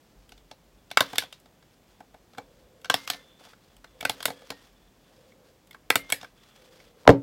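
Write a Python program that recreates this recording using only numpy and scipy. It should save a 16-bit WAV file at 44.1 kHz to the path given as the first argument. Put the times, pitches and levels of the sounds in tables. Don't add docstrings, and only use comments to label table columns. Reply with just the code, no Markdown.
import sys
import numpy as np
from scipy import signal
from scipy.fft import rfft, irfft
from scipy.io import wavfile
from scipy.ndimage import uniform_filter1d

SR = 44100
rng = np.random.default_rng(int(sys.argv[2]) if len(sys.argv) > 2 else 0)


def materialize(psi):
    bounded = np.clip(np.atleast_2d(psi).T, -1, 1)
    quanta = np.round(bounded * 32767).astype(np.int16)
    wavfile.write(sys.argv[1], SR, quanta)


def magnitude_from_level(level_db):
    exponent = np.asarray(level_db, float) / 20
    return 10 ** exponent


N = 318402

# (frequency [Hz], density [dB])
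HISS_SPECTRUM = [(41, -35), (70, -1.5), (171, 1.5), (688, -6.5), (1400, -14.5), (7760, -22), (9320, -26.5),
                 (15500, -25)]
HISS_DB = -61.5
# (start [s], length [s], level [dB])
RUMBLES = [(.1, 0.31, -57.5), (0.616, 0.19, -59.5), (1.85, 0.32, -65), (2.349, .3, -67), (3.1, 0.23, -69),
           (3.701, .4, -63.5), (4.45, .4, -68), (5.8, .55, -67), (6.502, .4, -68.5)]
DRONES = [(1.0, 0.22, -60.5), (2.4, .85, -64), (3.9, .55, -61), (5.05, .45, -63.5), (5.95, .2, -65),
          (6.55, .65, -62)]
RUMBLE_REST_DB, DRONE_REST_DB, SWELL_S = -72, -78, 0.06

# (start [s], length [s], rub [dB],
# edge squeak [dB])
STROKES = [(0, 0.44, -74, -88), (1.017, 0.12, -52.5, -53), (1.138, 0.097, -51, -49.5),
           (1.241, 0.12, -64, -70), (1.62, .1, -73, -80), (1.857, 0.096, -68, -76), (2.299, .35, -73, -80),
           (2.944, .1, -52.5, -67), (3.063, 0.069, -47, -57), (3.173, 0.19, -67, -65),
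           (3.386, 0.12, -61, -64.5), (3.602, .12, -68, -74), (3.86, 0.15, -71.5, -69),
           (4.092, 0.23, -55.5, -61), (4.35, 0.23, -62, -67), (4.558, .12, -62.5, -66),
           (4.74, .14, -77, -71), (4.998, .3, -69, -75), (5.429, 0.064, -69, -80), (5.97, 0.28, -61, -62),
           (6.35, 0.19, -64.5, -65), (6.542, 0.12, -60.5, -65), (6.698, 0.17, -63, -70.5),
           (6.968, 0.061, -64, -70.5)]
GRIP_RUB_DB, GRIP_SQUEAK_DB, STROKE_ATTACK_S, STROKE_RELEASE_S = -78, -81, 0.017, 0.04
# (frequency [Hz], density [dB])
CARD_SPECTRUM = [(400, -16), (800, -4), (1500, -1), (2500, -6), (4700, -2), (7000, -10), (11000, -16),
                 (15500, -18.5)]

# (frequency [Hz], level [dB], t60 [s])
SHELL = [(570, -9, 0.022), (740, 8, 0.022), (863, 3.5, 0.035)]
LEVER = [(1056, 0.85, 0.01), (1290, 1.1, .014), (1530, 3, 0.028)]
ARM = [(1960, -10, 0.01), (2213, 4.5, 0.027), (2540, -2.5, 0.011)]
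CRACK = [(6600, -3.5, 0.0013), (7670, -1.2, 0.0043), (7930, 1.1, 0.021), (8970, -1.6, 0.0053),
         (10820, 1, 0.0035), (11600, -2, 0.0014), (15500, -5.3, 0.00067)]
MAGAZINE = [(2890, 5.5, 0.0073), (3274, 5.5, 0.017), (3610, 7, 0.015), (4030, -0.5, .008), (4580, -3, .008),
            (4830, -8, 0.0063)]
# (low edge [Hz], high edge [Hz], build-up [ms], broad grit [dB])
PART_RESPONSES = [
    (446, 1000, 3, -8),
    (970, 1790, 2.3, -5.5),
    (1700, 2100, 2.4, -12.5),
    (5100, 13700, 1.2, 2.5),
    (2400, 5600, 1.9, -4),
]

# (time [s], peak [dB], shell [dB], lever [dB], arm [dB])
TAKE_UP = [(.9134, -26, -10, -4, -8), (2.8455, -30, -25.5, -3, -12), (4.009, -25.5, -14, -17, -4),
           (5.7096, -41.5, -24, -16, 1)]
DRIVE = [(.9727, -7, -20, 4, -1), (2.8994, -8, -12, 0, -15), (4.0514, -16, -6, 4, 0),
         (5.903, -9, -11.5, 3, 0.5)]
CLINCH = [(1.0066, -7, -7.5, -1.5, -18), (2.9416, -7.5, -12, -6.5, -11.5), (4.096, -13, -8, -10, -13.5),
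          (5.9565, -9, -6.5, -3, -4)]
LET_GO = [(1.157, -27, -18, -11, -9.5), (3.0758, -22.5, -22, -9, -14), (4.2276, -26, -28, -5.5, -15),
          (6.1014, -26, -16.5, -3.5, -8)]
SNAP_OPEN = [(1.1827, -7, -21.5, -25, -8.5), (3.101, -12.5, -15.5, -11.5, -14),
             (4.2554, -11, -14.5, -11, -7.5), (6.123, -13, -10, -11, 1), (4.5034, -22.5, -3.5, -9.5, -13)]
STAGE_CRACK_DB = [
    -8.5,
    -8.5,
    -6.5,
    -5,
    -3,
]
FACING_DB = [-2, -3, 2.5, 6, -9]

# (time [s], peak [dB], struck part above the magazine [dB])
SHELL_TAPS = [(.32, -39.5, -5.5), (.5126, -36.5, -0.5), (1.1313, -31.5, 5), (1.2348, -35, -2),
              (1.457, -50.5, 1.5), (2.0038, -48.5, 13), (2.142, -53.5, 13.5), (2.3334, -50, 0),
              (2.3741, -48.5, 8), (2.382, -33, 6.5), (3.1436, -36, -2), (3.4068, -56.5, 12.5),
              (3.4492, -49, 5), (3.4694, -53, 7.5), (4.0271, -33, 4.5), (4.2802, -29, 5), (4.3026, -33, 7),
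              (4.518, -44, 10), (4.4189, -49.5, 6), (6.2292, -36.5, 2.5), (7.0914, -23, 18),
              (7.1027, -23, -1)]
LEVER_CLICKS = [(1.2219, -32.5, 3.5), (1.6247, -54.5, 1.5), (2.348, -53.5, 7.5), (2.855, -36, 3),
                (3.5319, -52.5, 8.5), (3.8432, -41.5, 3.5), (4.2043, -29.5, -3.5), (5.745, -49.5, 14),
                (6.0925, -39, -2), (6.2441, -41.5, 8)]
ARM_TICKS = [(0.3772, -47.5, -14), (0.9032, -42.5, -22), (3.1339, -28.5, -12), (4.0053, -43.5, 3.5),
             (5.319, -58.5, 8.5), (5.7292, -47, -7), (6.2127, -35, -9), (6.7999, -49.5, 5.5)]
STAPLE_TICKS = [(0.292, -45.5, -3), (1.3262, -32, -10.5), (1.3996, -58.5, 7), (2.815, -52, -1),
                (3.7662, -48, -2.5), (5.672, -55.5, 2.5)]
# (shell [dB], lever [dB], arm [dB], crack [dB])
SPREAD_DB = [
    (0.5, -5, -11, -14),
    (-8, 0.5, -10, -14.5),
    (-10, -8, 0, -13),
    (-13.5, -12.5, -10, 0.5),
]
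FOLLOWS = 0.66

# (frequency [Hz], level [dB], t60 [s])
JOLT_MODES = [(124.8, -23, 0.1), (195, -29, .12), (240, -35, 0.04), (279.2, -10.5, 0.15), (420, -8.5, .08)]
# (start [s], damped at [s], frequency [Hz], level [dB], t60 [s])
SPRING = [(1.01, 1.13, 3990, -50, 0.33), (2.943, 3.084, 2110, -50, 1), (3.105, 3.235, 1780, -44.5, 0.32),
          (3.138, 3.24, 2080, -55.5, .4), (4.262, 4.493, 1720, -56, 0.9), (4.503, 4.68, 1855, -52, 0.35),
          (5.957, 6.107, 2120, -45, 0.98), (5.958, 6.06, 1432, -57.5, 0.12), (6.118, 6.21, 4960, -54, 0.4),
          (4.26, 4.49, 3280, -57, .7), (3.19, 3.5, 3530, -66, 3.0)]
# (time [s], blow [dB], contact time [ms], sweep [dB])
SET_DOWN = [
    (7.053, -48, 0.39, -28),
    (7.066, -36, 0.55, -35),
    (7.0766, -9, 0.36, 12),
    (7.0917, 5.5, 1.1, 7.5),
    (7.0984, -1, 1.2, 1),
    (7.104, -17, 1.43, 0),
]
# (frequency [Hz], level [dB], t60 [s])
DESK_MODES = [(127, -19, 0.214), (199.5, -23, 0.2), (279.2, 2, 0.19), (334.8, -16, 0.28), (411, -6, 0.16),
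              (480, -8, 0.24), (527, 0, 0.06), (668, -8.5, 0.11), (800, -10.5, 0.15), (1117, -21.5, 0.15),
              (1470, -22, 0.12), (1630, -34, 0.12), (1860, -34, 0.18), (2020, -25, 0.18)]

# (frequency [Hz], t60 [s], level [dB])
ROOM = [(150, .3, -8.5), (465, 0.14, -4), (1450, .2, -17.5), (4000, 0.16, -12), (10000, 0.08, -11.5)]
# (delay [ms], level [dB])
ECHOES = [
    (3.0, -13.5),
    (9.5, -17.5),
    (21.0, -25),
]


def rms_one(x):
    return x / np.sqrt(np.mean(x ** 2) + 1e-20)


def loudest_one(x):
    return x / np.sqrt(uniform_filter1d(x ** 2, size=256).max())


def band(x, low_hz, high_hz):
    return signal.sosfilt(signal.butter(2, [low_hz, high_hz], "band", fs=SR, output="sos"), x)


def at_hz(points, hz, axis=1):
    points = np.array(points)
    return np.interp(np.log(hz), np.log(points[:, 0]), points[:, axis])


def coloured(x, spectrum):
    hz = np.arange(len(x) // 2 + 1) * SR / len(x) + 1
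    return rms_one(irfft(rfft(x) * magnitude_from_level(at_hz(spectrum, hz)), len(x)))


def drift(rate_hz):
    r = np.exp(-2 * np.pi * rate_hz * 40 / SR)
    white = rng.standard_normal(N // 40 + 2002)
    slow = signal.lfilter([1], [1, -2 * r, r * r], white)[2000:]
    return np.interp(np.arange(N) / 40, np.arange(len(slow)), rms_one(slow))


def ring(clicks, hz, t60):
    r, w = magnitude_from_level(-60 / (t60 * SR)), 2 * np.pi * hz / SR
    return signal.lfilter([0, np.sin(w)], [1, -2 * r * np.cos(w), r * r], clicks + 1e-18)


def add(out, s, sound):
    at = round(s * SR)
    out[at:at + len(sound)] += sound[:N - at]


def swells(starts, lengths, levels_db, rest_db, attack_s, release_s):
    t = np.arange(0, N / SR + 0.01, 0.002)
    power = magnitude_from_level(2 * rest_db)
    for s, length, level_db in zip(starts, lengths, levels_db):
        rise = np.clip((t - s) / attack_s, 0, 1) ** 2
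        fall = np.exp(-2 * np.maximum(t - s - length, 0) / release_s)
        power = power + magnitude_from_level(2 * level_db) * rise * fall
    return np.interp(np.arange(N) / SR, t, np.sqrt(power))


def floor():
    rumbling = swells(*np.transpose(RUMBLES), RUMBLE_REST_DB, SWELL_S, SWELL_S)
    droning = swells(*np.transpose(DRONES), DRONE_REST_DB, SWELL_S, SWELL_S)
    hiss, rumble, drone = rng.standard_normal((3, N))
    return (magnitude_from_level(HISS_DB - 0.5) * coloured(hiss, HISS_SPECTRUM)
            + rumbling * magnitude_from_level(3) * rms_one(band(band(rumble, 32, 52), 32, 62))
            + droning * rms_one(ring(drone, 510, t60=0.046)))


def card(grain_db=2.2, grains_per_s=4000, squeak_hz=3520, upper_hz=4100):
    s, length, rub_db, squeak_db = np.transpose(STROKES)
    rub = swells(s, length, rub_db, GRIP_RUB_DB, STROKE_ATTACK_S, STROKE_RELEASE_S)
    edge = swells(s, length, squeak_db, GRIP_SQUEAK_DB, STROKE_ATTACK_S, STROKE_RELEASE_S)
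    heights = magnitude_from_level(grain_db * np.minimum(rng.exponential(1, N), 4.0))
    grains = (rng.random(N) < grains_per_s / SR) * heights * rng.choice([-1, 1], N)
    squeak = rms_one(ring(grains, squeak_hz, t60=0.015) + magnitude_from_level(-5) * ring(grains, upper_hz, t60=0.0074))
    rubbing = rub * magnitude_from_level(2.3 * drift(41)) * coloured(grains, CARD_SPECTRUM)
    return rubbing + edge * magnitude_from_level(3.0 * drift(15) - 4.5) * squeak


def contacts():
    rows = []
    stages = (TAKE_UP, DRIVE, CLINCH, LET_GO, SNAP_OPEN)
    for table, crack_db in zip(stages, STAGE_CRACK_DB):
        for row, facing_db in zip(table, FACING_DB):
            rows.append((*row, crack_db + facing_db))
    for struck, table in enumerate((SHELL_TAPS, LEVER_CLICKS, ARM_TICKS, STAPLE_TICKS)):
        share = np.where(np.arange(len(SPREAD_DB)) == struck, 1, FOLLOWS)
        for s, peak_db, above_db in table:
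            rows.append((s, peak_db, *(SPREAD_DB[struck] + share * above_db)))
    return rows


def stapler(rattle_ms=24.0, rattle_db=-18, radiates_hz=450, soften=0.55, slam=5.5):
    front, around = np.zeros(N), np.zeros(N)
    ms = np.arange(3072) / SR * 1000
    for s, peak_db, *parts_db in contacts():
        grit = rng.standard_normal(len(ms))
        slow = 1 - soften * peak_db / 40
        rattle = magnitude_from_level(rattle_db) * np.exp(-ms / rattle_ms) * grit
        parts = zip((SHELL, LEVER, ARM, CRACK, MAGAZINE), parts_db + [0], PART_RESPONSES)
        for modes, part_db, (low_hz, high_hz, rise_ms, grit_db) in parts:
            late = ms / (rise_ms * slow)
            blow = late * np.exp(-late ** 2 / 2) * grit * np.sqrt(np.abs(grit))
            blow[np.searchsorted(late, 1)] += slam
            broad = loudest_one(band(blow + rattle, low_hz, high_hz))
            rung = 0
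            for hz, mode_db, t60 in modes:
                level_luck, pitch_luck = rng.standard_normal(2)
                rung = rung + magnitude_from_level(mode_db + 2 * level_luck) * ring(blow, hz * (1 + pitch_luck / 70), t60)
            gain = magnitude_from_level(peak_db + part_db - 8.5)
            add(front, s - 0.0012, gain * loudest_one(loudest_one(rung) + magnitude_from_level(grit_db) * broad))
            add(around, s - 0.0012, gain * broad)
    no_bass = signal.butter(3, radiates_hz, "high", fs=SR, output="sos")
    return signal.sosfilt(no_bass, [front, around])


def jolt(soft_hz=250):
    s, peak_db, shell_db = np.transpose(contacts())[:3]
    held = s < SET_DOWN[0][0]
    blows = np.zeros(N)
    blows[np.round(s * SR).astype(int)] = magnitude_from_level(peak_db + 0.93 * shell_db) * held
    push = band(blows, 110, soft_hz)
    return sum(magnitude_from_level(db) * ring(push, hz, t60) for hz, db, t60 in JOLT_MODES)


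def spring():
    out = np.zeros(N)
    for start, stop, hz, level_db, t60 in SPRING:
        t = np.arange(round((stop - start) * SR)) / SR
        damped = np.minimum(1, (t[-1] - t) / 0.0046)
        add(out, start, magnitude_from_level(level_db - 60 * t / t60) * np.sin(2 * np.pi * hz * t) * damped)
    return out * magnitude_from_level(2.5 * drift(35))


def desk(low_hz=450, fall_ms=0.5, sweep_ms=3.5, tilt=0.94, sharp=2.4):
    out = np.zeros(N)
    ms = np.arange(round(0.17 * SR)) / SR * 1000
    for s, blow_db, contact_ms, sweep_db in SET_DOWN:
        pitch = low_hz + sharp * 1000 / contact_ms / (1 + ms / fall_ms) ** 2
        swell = (low_hz / pitch) ** tilt * np.exp(-(ms / sweep_ms) ** 2)
        sweep = np.sin(2 * np.pi * np.cumsum(pitch) / SR) * swell
        push = ms / contact_ms * np.exp(-ms / contact_ms)
        push = push / push.sum()
        modes = 0
        for hz, db, t60 in DESK_MODES:
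            modes = modes + magnitude_from_level(db + 1.2 * rng.standard_normal()) * ring(push, hz, t60)
        add(out, s, magnitude_from_level(blow_db) * modes + magnitude_from_level(sweep_db) * sweep)
    t = np.arange(round(0.012 * SR)) / SR
    skid = magnitude_from_level(-17 + 1800 * (t - t[-1])) * np.sin(2 * np.pi * 1000 * t)
    add(out, SET_DOWN[2][0] - t[-1], skid)
    return band(out, 77, 15000)


def room(x, first_ms=1.5):
    t, tail = np.arange(SR // 2) / SR, 0
    after_first = np.clip(t * 1000 / first_ms - 1, 0, 1)
    for hz in 70 * 2.0 ** np.arange(8):
        octave = band(rng.standard_normal(len(t)), hz, min(2 * hz, 0.4 * SR))
        dying = magnitude_from_level(-60 * t / at_hz(ROOM, 1.4 * hz)) * after_first
        level = magnitude_from_level(at_hz(ROOM, 1.7 * hz, axis=2))
        tail = tail + octave * dying / np.sqrt(np.sum(dying ** 2)) * level
    for ms, echo_db in ECHOES:
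        tail[round(ms * SR / 1000)] += magnitude_from_level(echo_db)
    return signal.fftconvolve(x, tail)[:N]


def scene():
    quiet = floor() + card()
    front, around = stapler()
    rest = jolt() + spring() + desk()
    return (quiet + front + rest + room(around + magnitude_from_level(-3.5) * rest))[None]


def band_limit(x):
    return signal.sosfilt(signal.butter(12, 16890, fs=SR, output="sos"), x)


def record(dry):
    top = signal.cheby2(14, 35, 16400, fs=SR, output="sos")
    bass = signal.butter(4, 45, "high", fs=SR, output="sos")
    heard = signal.sosfilt(bass, signal.sosfilt(top, dry))
    return band_limit(np.clip(heard, -0.99, 0.99))


dry = scene()
out = record(dry)
materialize(out)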